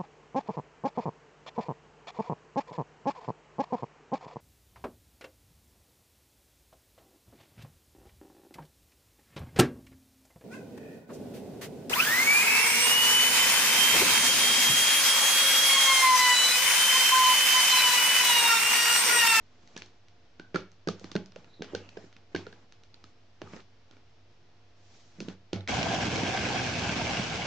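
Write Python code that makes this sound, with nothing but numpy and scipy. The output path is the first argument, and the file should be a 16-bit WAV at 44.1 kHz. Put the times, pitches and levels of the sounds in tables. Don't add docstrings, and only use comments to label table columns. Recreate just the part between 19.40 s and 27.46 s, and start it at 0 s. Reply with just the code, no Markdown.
import sys
import numpy as np
from scipy import signal
from scipy.fft import rfft, irfft
from scipy.io import wavfile
from scipy.ndimage import uniform_filter1d

SR = 44100
rng = np.random.default_rng(int(sys.argv[2]) if len(sys.argv) > 2 else 0)


def unload_audio(sound):
    columns = np.transpose(np.atleast_2d(sound))
    steps = np.round(np.clip(columns, -1, 1) * 32767)
    wavfile.write(sys.argv[1], SR, steps.astype(np.int16))


def gain_from_db(level_db):
    decades = np.asarray(level_db, float) / 20
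    return 10 ** decades


N = 355446

# f/Hz, level/dB per Hz
AIR = [(25, -26.5), (45, -4), (70, -12), (100, -5), (130, -17), (350, -19), (700, -19.5), (1100, -24),
       (3000, -26.5), (5500, -30), (6800, -38), (8200, -51), (9700, -58.5)]
# f/Hz, level/dB rms
HUM = [(102.3, -69), (150.7, -87.5), (247.6, -79), (349.9, -81), (452.2, -80.5), (699.8, -81.5)]
# f/Hz, t60/s
ROOM_T60 = [(100, 0.29), (400, 0.24), (1500, 0.29), (4000, 0.24), (8000, 0.18)]
# f/Hz, likeness/0-1
ROOM_SAME = [(60, 1), (300, 0.83), (700, 0.94), (1500, 0.95), (8000, 0.094)]
# f/Hz, likeness/0-1
NOISE_SAME = [(30, .85), (90, .94), (180, .93), (350, .82), (700, .64), (1400, .5), (2800, .28), (9000, .3)]
# f/Hz, level/dB
LEAN = [(60, 0), (210, -1.5), (740, -0.5), (2630, -0.5), (9250, 0.5)]

# start t/s, firmest t/s, end t/s, rub level/dB, rustle level/dB
SLIDES = [(0., 0.35, 0.6, -62.5, -67.5), (1.482, 1.636, 1.9, -56.5, -65), (1.93, 1.987, 2.22, -60, -70),
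          (2.22, 2.343, 2.49, -50, -64), (2.413, 2.646, 2.73, -56, -64.5), (2.91, 2.984, 3.25, -55, -65),
          (3., 3.2, 4.1, -78, -100), (3.567, 3.69, 3.73, -65.5, -72), (4.008, 4.16, 4.23, -48, -59),
          (4.48, 4.543, 4.6, -64, -76), (5.36, 5.554, 5.94, -67, -63), (5.75, 5.91, 5.96, -51.5, -64)]
# f/Hz, level/dB per Hz
RUB = [(70, -31), (110, -3), (230, 0), (400, -6), (800, -11.5), (1400, -12), (2500, -18.5), (5000, -53.5)]
# f/Hz, level/dB per Hz
RUSTLE = [(900, -22), (1500, -8), (2500, -2), (4000, -1), (6000, 0), (7300, -6), (8500, -22), (9700, -42)]
# t/s, f/Hz, level/dB
SQUEAKS = [
    [(2.07, 3800, -80), (2.1, 3830, -55), (2.15, 3950, -51), (2.195, 3880, -54), (2.23, 3700, -66)],
    [(2.26, 3200, -66), (2.3, 3100, -52), (2.34, 3050, -52), (2.37, 2900, -60), (2.4, 2790, -52),
     (2.47, 2750, -50), (2.49, 2620, -57), (2.53, 2630, -53), (2.57, 2600, -64)],
]

# t/s, lid peak level/dB, lid f/Hz, bowl level/dB, table level/dB
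BLOWS = [(0.367, -47.5, 335, -58, -50), (1.1451, -22, 370, -30, -46), (1.158, -20, 344, -39, -44),
         (1.2, -57, 227, -43, -62), (1.473, -20.5, 350, -28, -61), (1.486, -22, 442, -27, -41),
         (1.613, -42, 466, -51, -47.5), (1.717, -38.5, 305.7, -59, -52), (1.754, -19, 380, -20.5, -50),
         (1.762, -31, 225, -25.5, -43), (2.334, -29, 368, -50, -36.5), (2.947, -21.5, 358, -37.5, -42),
         (2.96, -26, 273, -36.5, -38), (3.641, -49, 295, -75, -49.5), (4.02, -34.5, 385, -61, -43),
         (4.508, -60, 324, -64, -57), (5.786, -41, 294, -41, -49.5), (5.805, -30.5, 340, -36, -62),
         (5.825, -29, 241, -57, -57), (5.883, -26.5, 283, -39.5, -59), (5.899, -50, 259, -69, -45.5),
         (6.1311, -22, 340, -34.5, -29.5), (6.158, -26, 228, -54, -26.5)]
# t/s, lid peak level/dB, lid f/Hz
BUMPS = [(0.292, -65, 230), (.998, -37, 350), (1.644, -32.5, 306), (1.963, -35.5, 547), (2.195, -39, 320),
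         (2.207, -30.5, 250), (2.22, -28.5, 435), (2.348, -23.5, 470), (2.49, -51, 258), (2.571, -30, 420),
         (2.641, -43, 339), (2.763, -60, 312), (3.069, -34.5, 432), (3.126, -51, 316), (3.323, -60, 304),
         (4.135, -44, 233), (4.164, -43, 333)]
# multiple of lid pitch/1, level/dB
LID_MODES = [(1.003, -10), (1.45, 2.5), (2.049, -5.5)]
# t/s, f/Hz, level/dB
CLINKS = [(.998, 1530, -51), (1.045, 1500, -61), (1.147, 4580, -50), (1.158, 2250, -46), (1.165, 1330, -53),
          (1.165, 1520, -54), (1.16, 511, -42), (2.573, 1520, -61), (2.57, 5250, -59), (2.572, 540, -48),
          (6.162, 673, -44), (6.162, 565, -47), (6.137, 1330, -48), (6.137, 2230, -50), (6.16, 2200, -54)]

# t/s, crack peak level/dB, brightness above 4.5 kHz/dB,
# housing level/dB, housing f/Hz
KNOCKS = [(.3654, -24.5, -16.5, -46, 1680), (.3772, -28.5, -1, -43, 1710), (.9977, -32.5, -18, -44, 1505),
          (1.1458, -27, -17.5, -37, 1560), (1.1505, -24, -18, -37, 1380), (1.1595, -21, -15.5, -21.5, 1360),
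          (1.163, -43, -11, -28.5, 1335), (1.4751, -25.5, -11, -33.5, 1590),
          (1.4873, -20.5, -11.5, -29, 1235), (1.6437, -31, -13, -48, 1220), (1.717, -28, -12, -46.5, 1190),
          (1.7547, -26.5, -14, -35, 1560), (1.7642, -20.5, -19.5, -38.5, 1440),
          (2.2221, -23, -16.5, -41.5, 1560), (2.3509, -21.5, -14.5, -35, 1504),
          (2.573, -33.5, -19, -44.5, 1610), (2.9507, -21, -19.5, -30, 1560), (2.962, -21, -16, -36, 1618),
          (3.0675, -34, -18, -42.5, 1410), (3.1281, -35.5, -19.5, -48.5, 1590),
          (3.6414, -37.5, -13.5, -50.5, 1274), (4.0179, -26.5, -22, -53, 1170),
          (4.0746, -48, -16, -46.5, 1260), (4.136, -32.5, -24.5, -52, 1250)]
# t/s, crack peak level/dB, brightness above 4.5 kHz/dB
CLICKS = [(0.2753, -42, -11), (0.4211, -29, -14.5), (0.461, -43, -5), (0.6848, -43.5, -12),
          (1.2065, -38, -15), (1.3175, -45, -10), (1.5966, -37, -4), (1.8603, -39.5, -10),
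          (1.922, -41.5, -16.5), (1.961, -32, -18), (2.0456, -42.5, -19), (2.2446, -32, -19),
          (2.4922, -36.5, -12.5), (2.7281, -40.5, -15.5), (2.7665, -38.5, -19), (3.324, -39, -15),
          (3.4363, -41.5, -12.5), (3.5434, -40.5, -14.5), (4.1652, -36, -18), (4.205, -39.5, -15),
          (4.512, -38, -16.5), (4.5688, -44, -19), (5.8041, -25.5, -10), (5.8859, -30, -16.5),
          (6.1319, -19.5, -15), (6.1615, -31, -21), (6.2092, -36, -21), (6.2765, -24, -17),
          (6.2936, -38, -13), (6.4298, -19, -15)]
# t/s, peak level/dB, f/Hz
PINGS = [(0.276, -51, 1990), (0.364, -39, 2920), (0.421, -27, 2450), (0.4607, -48, 4220),
         (0.6837, -52, 1980), (0.997, -40, 1870), (1.0429, -57, 1980), (1.144, -33, 2240),
         (1.1569, -24, 2240), (1.3173, -53, 4730), (1.4734, -33, 2170), (1.4862, -22, 4540),
         (1.595, -51, 3670), (1.6431, -36, 2240), (1.7159, -34, 3560), (1.7543, -27, 3630),
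         (1.7625, -24, 4240), (1.8604, -42, 5200), (1.921, -43, 5230), (1.9607, -40, 2500),
         (2.045, -44, 2660), (2.143, -46, 4050), (2.22, -37, 2460), (2.3506, -24, 4320),
         (2.4905, -34, 2600), (2.57, -37, 2540), (2.7276, -50, 2330), (2.765, -44, 2470),
         (2.9318, -46, 1980), (2.9492, -27, 2880), (2.9626, -26, 2300), (3.067, -44, 2120),
         (3.1273, -41, 4060), (3.3232, -47, 2200), (3.436, -56, 4230), (3.5436, -34.5, 4360),
         (3.641, -44, 5170), (4.017, -44, 1900), (4.1124, -51, 2050), (4.1329, -44, 2130),
         (4.1633, -44, 5250), (4.2032, -43, 4110), (4.511, -54, 2520), (4.568, -53, 2310),
         (5.8047, -31, 2610), (5.8854, -34, 3140), (6.13, -37, 3240), (6.2083, -34, 3770),
         (6.2763, -22, 2200)]
# f/Hz, level/dB per Hz
CRACK = [(300, -4), (1000, -15), (2500, -3.5), (4500, 0.5), (6300, -1), (7500, -14.5), (8800, -23.5),
         (9800, -32)]
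# multiple of housing pitch/1, level/dB
HOUSING_MODES = [(1, 7), (1.17, -2.5), (.83, -18.5)]

# t/s, level/dB
LOAD = [(6.282, -44.5), (6.294, -37.5), (6.43, -38), (6.47, -36.5), (6.77, -36), (6.93, -37.5), (7.2, -39),
        (7.79, -40), (7.85, -41.5), (8.07, -42)]
# t/s, f/Hz (turns a second)
SHAFT = [
    (6.27, 126),
    (6.45, 121),
    (6.8, 121),
    (7.0, 123),
    (7.75, 123),
    (8.07, 113),
]
# multiple of shaft speed/1, level/dB rms
SHAFT_TONES = [(1, -46), (2, -52)]
# f/Hz, level/dB per Hz
MOTOR = [(530, -6), (900, -6), (1290, -10.5), (1590, -4), (1860, -12.5), (2160, -5), (2660, -5),
         (3850, -12), (5730, -12.5), (6990, -19), (9700, -43), (12600, -66), (21300, -120)]
# f/Hz, level/dB per Hz
CHURN = [(25, -40.5), (45, -19), (62, -14), (88, 6.5), (125, 2.5), (214, 0), (260, 1), (400, -8),
         (650, -7.5), (900, -47)]
# f/Hz, width/Hz, level/dB
BOWL_MODES = [(500, 550, 8.5), (692, 37, -2.5), (760, 99, 5), (1040, 240, -2), (1590, 110, -4),
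              (2230, 350, -9), (2660, 570, -12), (3270, 180, -1.5)]
# t/s, level/dB
SURGES = [(6.31, 7.7), (6.47, 4.9), (6.525, 3.9), (6.93, 5.4), (7.16, 5.6), (7.69, 4.8), (8.03, 6.4)]
# t/s, peak level/dB, f/Hz
TAPS = [(6.285, -29, 689), (6.335, -22, 755), (6.372, -28.5, 700), (6.403, -29, 690), (6.427, -33, 630),
        (6.458, -24, 673), (6.508, -27, 660), (6.537, -23, 660), (6.565, -31, 720), (6.589, -30.5, 988),
        (6.608, -30, 646), (6.632, -25.5, 735), (6.726, -27, 467), (6.808, -31, 452), (6.818, -28, 923),
        (6.863, -27, 696), (6.915, -24.5, 747), (6.946, -22, 762), (6.977, -29, 675), (7.021, -34, 720),
        (7.06, -31, 506), (7.103, -27, 830), (7.145, -23, 724), (7.217, -30, 690), (7.267, -34, 725),
        (7.289, -37, 610), (7.32, -39, 818), (7.369, -27, 686), (7.425, -26, 760), (7.446, -29, 795),
        (7.458, -25, 690), (7.494, -27.5, 670), (7.529, -35, 778), (7.598, -25, 705), (7.612, -24, 905),
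        (7.643, -33, 700), (7.67, -28, 641), (7.694, -29, 783), (7.702, -26, 807), (7.752, -26, 738),
        (7.774, -28, 692), (7.794, -33, 710), (7.86, -36, 805), (7.995, -27, 814)]
# t/s, peak level/dB, f/Hz
CHIPS = [(6.2928, -19, 2120), (6.337, -26, 1600), (6.4304, -16.5, 2680), (6.456, -25, 1600),
         (6.4899, -29, 1600), (6.6071, -22, 1590), (6.703, -24, 1540), (6.8351, -31, 1420),
         (6.8635, -26, 1580), (6.9738, -18, 1650), (7.0302, -28, 1540), (7.0791, -33, 2710),
         (7.172, -20, 2580), (7.267, -33, 2430), (7.4233, -30, 2240), (7.4529, -21, 1570),
         (7.4932, -24, 1510), (7.581, -23, 1580), (7.6702, -18, 2260), (7.7277, -30, 2800),
         (7.75, -27, 2680), (7.772, -16, 2760), (7.8753, -28, 2320), (7.997, -34, 2940),
         (8.0209, -18, 2220)]
# t/s, peak level/dB, f/Hz, snap level/dB
SLAPS = [(6.402, -24.5, 160, -39.5), (6.498, -23, 178, -38.5), (6.68, -17.5, 196, -39),
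         (7.565, -20, 240, -38), (6.608, -23, 242, -32), (6.833, -14, 180, -41), (6.865, -27, 175, -27),
         (6.976, -24, 189, -26.5), (7.171, -24, 231, -37), (7.424, -17, 189, -47), (7.493, -21, 180, -23),
         (7.618, -18.5, 198, -37), (7.795, -14.5, 197, -31)]

START_S = LOAD[0][0]


def evened(x):
    return x / np.sqrt(np.mean(x ** 2) + 1e-20)


def wander(size):
    drift = uniform_filter1d(rng.standard_normal(N), size=size)
    return evened(uniform_filter1d(drift, size=size))


def read(points, hz):
    f, value = np.transpose(points)
    return np.interp(np.log(hz + 1), np.log(f + 1), value)


def play(rows, column):
    rows = np.array(rows)
    return np.interp(np.arange(N) / SR, rows[:, 0], rows[:, column], left=-150, right=-150)


def add(mix, s, sound):
    part = mix[..., round(s * SR):][..., :sound.shape[-1]]
    part += sound[..., :part.shape[-1]]


def resonate(x, hz, width):
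    turn = np.exp(2j * np.pi * np.cumsum(hz * np.ones(N)) / SR)
    r = np.exp(-np.pi * width / SR)
    return 2 * (turn * signal.lfilter([1 - r], [1, -r], x / turn)).real


def ring(hz, t60, rise, size=6000):
    t = np.arange(size) / SR
    return gain_from_db(-60 * t / max(t60, .004)) * (1 - np.exp(-t / rise)) * np.sin(2 * np.pi * hz * t)


def ports(sound, lag_s):
    lag = round(abs(lag_s) * SR)
    pair = np.array([np.pad(sound, (0, lag)), np.pad(sound, (lag, 0))])
    return pair[::1 if lag_s > 0 else -1]


def notes(rows, gain_db, t60, rise):
    out = np.zeros((2, N))
    lags_s = rng.uniform(-1, 1, len(rows)) * .0002
    for (s, db, hz), lag_s in zip(rows, lags_s):
        note = ring(hz, t60, rise, size=3000)
        add(out, s - .001, ports(gain_from_db(db + gain_db) * note / abs(note).max(), lag_s))
    return out


def noise(colour, patchy_db, flicker_db, size=512):
    frames, hz = N // (size // 4) + 5, np.fft.rfftfreq(size, 1 / SR)
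    a, b, c, d, patches = rng.standard_normal((frames, len(hz), 5)).T
    patches = uniform_filter1d(patches, size=5, axis=0)
    patches = evened(uniform_filter1d(patches, size=12, axis=1))
    flicker = evened(uniform_filter1d(rng.standard_normal(frames), size=4))
    same = np.clip(read(NOISE_SAME, hz), -1, 1)[:, None]
    left = a + 1j * b
    z = np.array([left, same * left + np.sqrt(1 - same ** 2) * (c + 1j * d)])
    z *= gain_from_db(read(colour, hz)[:, None] + patchy_db * patches + flicker_db * flicker)
    return evened(signal.istft(z, nperseg=size, noverlap=size * 3 // 4)[1][:, :N])


def kitchen():
    t, sway = np.arange(N) / SR, np.cumsum(wander(size=2000)) / SR
    hum = np.zeros(N)
    for hz, db in HUM:
        tone = np.sqrt(2) * np.sin(2 * np.pi * hz * (t + 0.01292 * sway))
        hum += gain_from_db(db + 2.5 * wander(size=3000)) * tone
    return gain_from_db(-64) * noise(AIR, 0.33, 0.25, size=2048) + hum


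def room(x):
    taps = np.zeros((2, SR // 2))
    grid = np.arange(130, SR // 2 - 22, 22)
    at = grid + rng.integers(0, 22, (2, len(grid)))
    np.put_along_axis(taps, at, rng.choice([-1., 1.], at.shape), 1)
    hz, t, (a, b) = signal.stft(taps, SR, nperseg=256)
    same = np.clip(read(ROOM_SAME, hz), 0, 1)[:, None]
    z = np.array([a, same * a + np.sqrt(1 - same ** 2) * b])
    tail = signal.istft(z * gain_from_db(-60 * t / read(ROOM_T60, hz)[:, None]), SR, nperseg=256)[1]
    walls_s = 0.0055
    tail = tail * (1 - np.exp(-(np.arange(tail.shape[1]) / SR / walls_s) ** 2))
    return signal.fftconvolve(x[None], tail / np.linalg.norm(tail[0]), axes=1)[:, :N]


def squeaks():
    out = np.zeros(N)
    for rows in SQUEAKS:
        hz = np.maximum(play(rows, 1), 100)
        fuzz = resonate(rng.standard_normal(N), hz, 420.)
        fuzz = resonate(fuzz, hz, 420.)
        out += evened(fuzz) * gain_from_db(play(rows, 2) - 6.5 + 2.6 * wander(size=200))
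    return out


def sliding():
    ends_db = -14
    rub, rustle = np.zeros((2, N))
    for start, firm, end, rub_db, rustle_db in SLIDES:
        t = np.arange(start, end, 1 / SR)
        press = gain_from_db(np.interp(t, [start, firm, end], [ends_db, 0, ends_db]))
        add(rub, start, gain_from_db(rub_db) * press)
        add(rustle, start, gain_from_db(rustle_db) * press)
    rub, rustle = uniform_filter1d([rub, rustle], size=1200)
    return rub * noise(RUB, 2.5, 2.5) + rustle * noise(RUSTLE, .6, .8)


def clinks():
    out = np.zeros(N)
    for s, hz, db in CLINKS:
        rattle = evened(uniform_filter1d(rng.standard_normal(6000), size=150))
        add(out, s, gain_from_db(db) * ring(hz, .22, .001) * (.8 + .6 * rattle))
    return out


def thuds():
    out = clinks()
    firm = [(*row, 0.022) for row in BLOWS]
    held = [(s, db, hz, db - 19, db - 24, 0.015) for s, db, hz in BUMPS]
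    for s, db, hz, bowl_db, boom_db, t60 in firm + held:
        lid = ring(hz, 0.016, 0.002)
        for k, mode_db in LID_MODES:
            lid += .5 * gain_from_db(mode_db) * ring(hz * k, t60 / np.sqrt(k), 0.0071)
        add(out, s, gain_from_db(db - 0.5) * lid / abs(lid).max())
        add(out, s, gain_from_db(bowl_db + 4.5) * ring(192.1, 0.13, 0.0049))
        add(out, s, gain_from_db(boom_db - 1.0) * ring(97.3, 0.37, 0.0053, size=9000))
    return signal.sosfilt(signal.butter(2, 75., "high", fs=SR, output="sos"), out)


def contacts():
    cracks = notes(PINGS, gain_db=-6, t60=.0055, rise=0.00057)
    housings, snaps = np.zeros((2, N)), np.zeros(N)
    t, hz = np.arange(1024) / SR, np.fft.rfftfreq(1024, 1 / SR)
    clicks = [(s, db, bright_db, db - 24, 1416) for s, db, bright_db in CLICKS]
    for s, db, bright_db, housing_db, housing_hz in KNOCKS + clicks:
        z = rng.standard_normal((3, 1024))
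        crunch_ms = gain_from_db(0.22 * (db + 46.5))
        crunch = (z[0] + .5 * z[1:]) * np.exp(-1000 * t / crunch_ms)
        tilt_db = (bright_db + 9.5) * np.log2((hz + 500) / 3500.)
        colour = gain_from_db(read(CRACK, hz) + tilt_db) * hz ** 2 / (hz ** 2 + 220. ** 2)
        burst = np.roll(crunch + 8.5 * (t == 0), 88, axis=1)
        crack = irfft(rfft(burst) * colour)
        crack *= gain_from_db(db + 1.0) / abs(crack).max()
        add(cracks, s - .002, crack)
        snap = np.roll(irfft(colour), 88)
        add(snaps, s - .002, snap * np.linalg.norm(crack[0]) / np.linalg.norm(snap))
        housing = sum(gain_from_db(d) * ring(housing_hz * k, 0.016, 0.0019, size=1200) for k, d in HOUSING_MODES)
        housing *= gain_from_db(housing_db + 2.0) / abs(housing).max()
        add(housings, s - .001, ports(housing, .00009 * z[0, 0]))
    return cracks, housings, snaps


def flung_pieces(throb):
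    strength = gain_from_db(2.7 * np.minimum(rng.exponential(1, N), 3.2))
    hits = rng.random(N) < 2000. * throb / SR
    pieces = strength * hits * gain_from_db(1.3 * wander(size=400))
    spot = rng.integers(0, 2 * len(BOWL_MODES), N)
    taps, start = np.zeros((2, N)), round(START_S * SR)
    for k, (hz, width, db) in enumerate(BOWL_MODES + BOWL_MODES):
        mode = gain_from_db(db) * np.sqrt(width) * ring(hz, 2.03 / width, 0.0007, size=1000)
        side = taps[k // len(BOWL_MODES)]
        add(side, START_S, signal.oaconvolve((pieces * (spot == k))[start:], mode))
    taps = evened((taps + 0.27 * taps[::-1])[:, start:])
    return np.pad(taps, ((0, 0), (start, 0)))


def motor_hiss(throb, since):
    hiss = noise(MOTOR, 0.98, 0.23) * throb * gain_from_db(.8 * wander(size=50))
    hum = evened(resonate(noise(MOTOR, 0, 0), 1585. + 28 * wander(size=2500), 100.))
    hiss += gain_from_db(-15.5 + 4 * wander(size=800)) * hum
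    spin_up = np.clip(0.38 + since / 0.011, 0, 1) * (since > 0)
    return hiss * spin_up * gain_from_db(-34 + 0.37 * (play(SHAFT, 1) - 122.0))


def chip_flares(motor):
    out = np.zeros((2, N))
    for s, db, hz in CHIPS:
        flare = gain_from_db(db + 23.0) * ring(60, .02, .0005, size=360)
        add(out, s - .001, flare * motor[:, round(s * SR):][:, :360])
    return out


def slaps():
    out = np.zeros((2, N))
    snap = sum(ring(f, 0.021, 0.00018, size=500) for f, width, d in BOWL_MODES[4:]) / 2
    for s, db, hz, snap_db in SLAPS:
        add(out, s, gain_from_db(db + 1) * ring(hz, .022, .0015)[None])
        add(out, s, gain_from_db(snap_db + 1.5) * snap[None])
    return out


def chopper():
    shaft_hz = np.maximum(play(SHAFT, 1), 1) * (1 + .008 * wander(size=1500))
    angle = 2 * np.pi * np.cumsum(shaft_hz) / SR
    throb = 1 + 0.13 * np.cos(angle)
    t, load_db = np.arange(N) / SR, play(LOAD, 1)
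    since = t - START_S
    chop_db = load_db - 4.5 - 0.5 * since
    chop_db += sum(db * np.exp(-.5 * ((t - s) / 0.057) ** 2) for s, db in SURGES)
    motor = motor_hiss(throb, since)
    tones = sum(gain_from_db(db) * np.sqrt(2) * np.sin(k * angle) for k, db in SHAFT_TONES)
    out = gain_from_db(load_db + 1.5) * noise(CHURN, 1.4, 0.35, size=1024)
    out += gain_from_db(chop_db) * flung_pieces(throb) + motor + tones * gain_from_db(load_db + 39.5)
    out *= gain_from_db(.9 * wander(size=350))
    out += notes(TAPS, gain_db=-5.5, t60=0.054, rise=0.0011)
    out += notes(CHIPS, gain_db=-7, t60=.013, rise=0.00025)
    out += chip_flares(motor) + slaps()
    return signal.sosfilt(signal.butter(3, 60., "high", fs=SR, output="sos"), out)


def scene():
    background = kitchen() + sliding() + squeaks()
    heavy = thuds()
    cracks, housings, snaps = contacts()
    machine = chopper()
    wet = gain_from_db(-4.5) * snaps + gain_from_db(-16.5) * housings[0] + gain_from_db(-9.0) * heavy + gain_from_db(-14.0) * machine.mean(0)
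    near = cracks + housings + ports(heavy, .00016)[:, :N]
    near = near * gain_from_db([[-.8], [.8]])
    return near + machine + room(wet) + background


def roll_off(x):
    return signal.sosfilt(signal.butter(12, 9850, fs=SR, output="sos"), x)


def record(dry):
    hz = np.fft.rfftfreq(N, 1 / SR)
    lean_db = read(LEAN, hz) / 2
    bass_cut = 1 / np.sqrt(1 + (58.4 / (hz + 1)) ** 4)
    treble_cut = (hz < 9850) * gain_from_db(-12. * np.clip(hz / 1000 - 9, 0, 1))
    mix = irfft(rfft(dry) * gain_from_db([lean_db, -lean_db]) * bass_cut * treble_cut, N) + 0.0014
    return roll_off(mix)


dry = scene()
out = record(dry)
unload_audio(out)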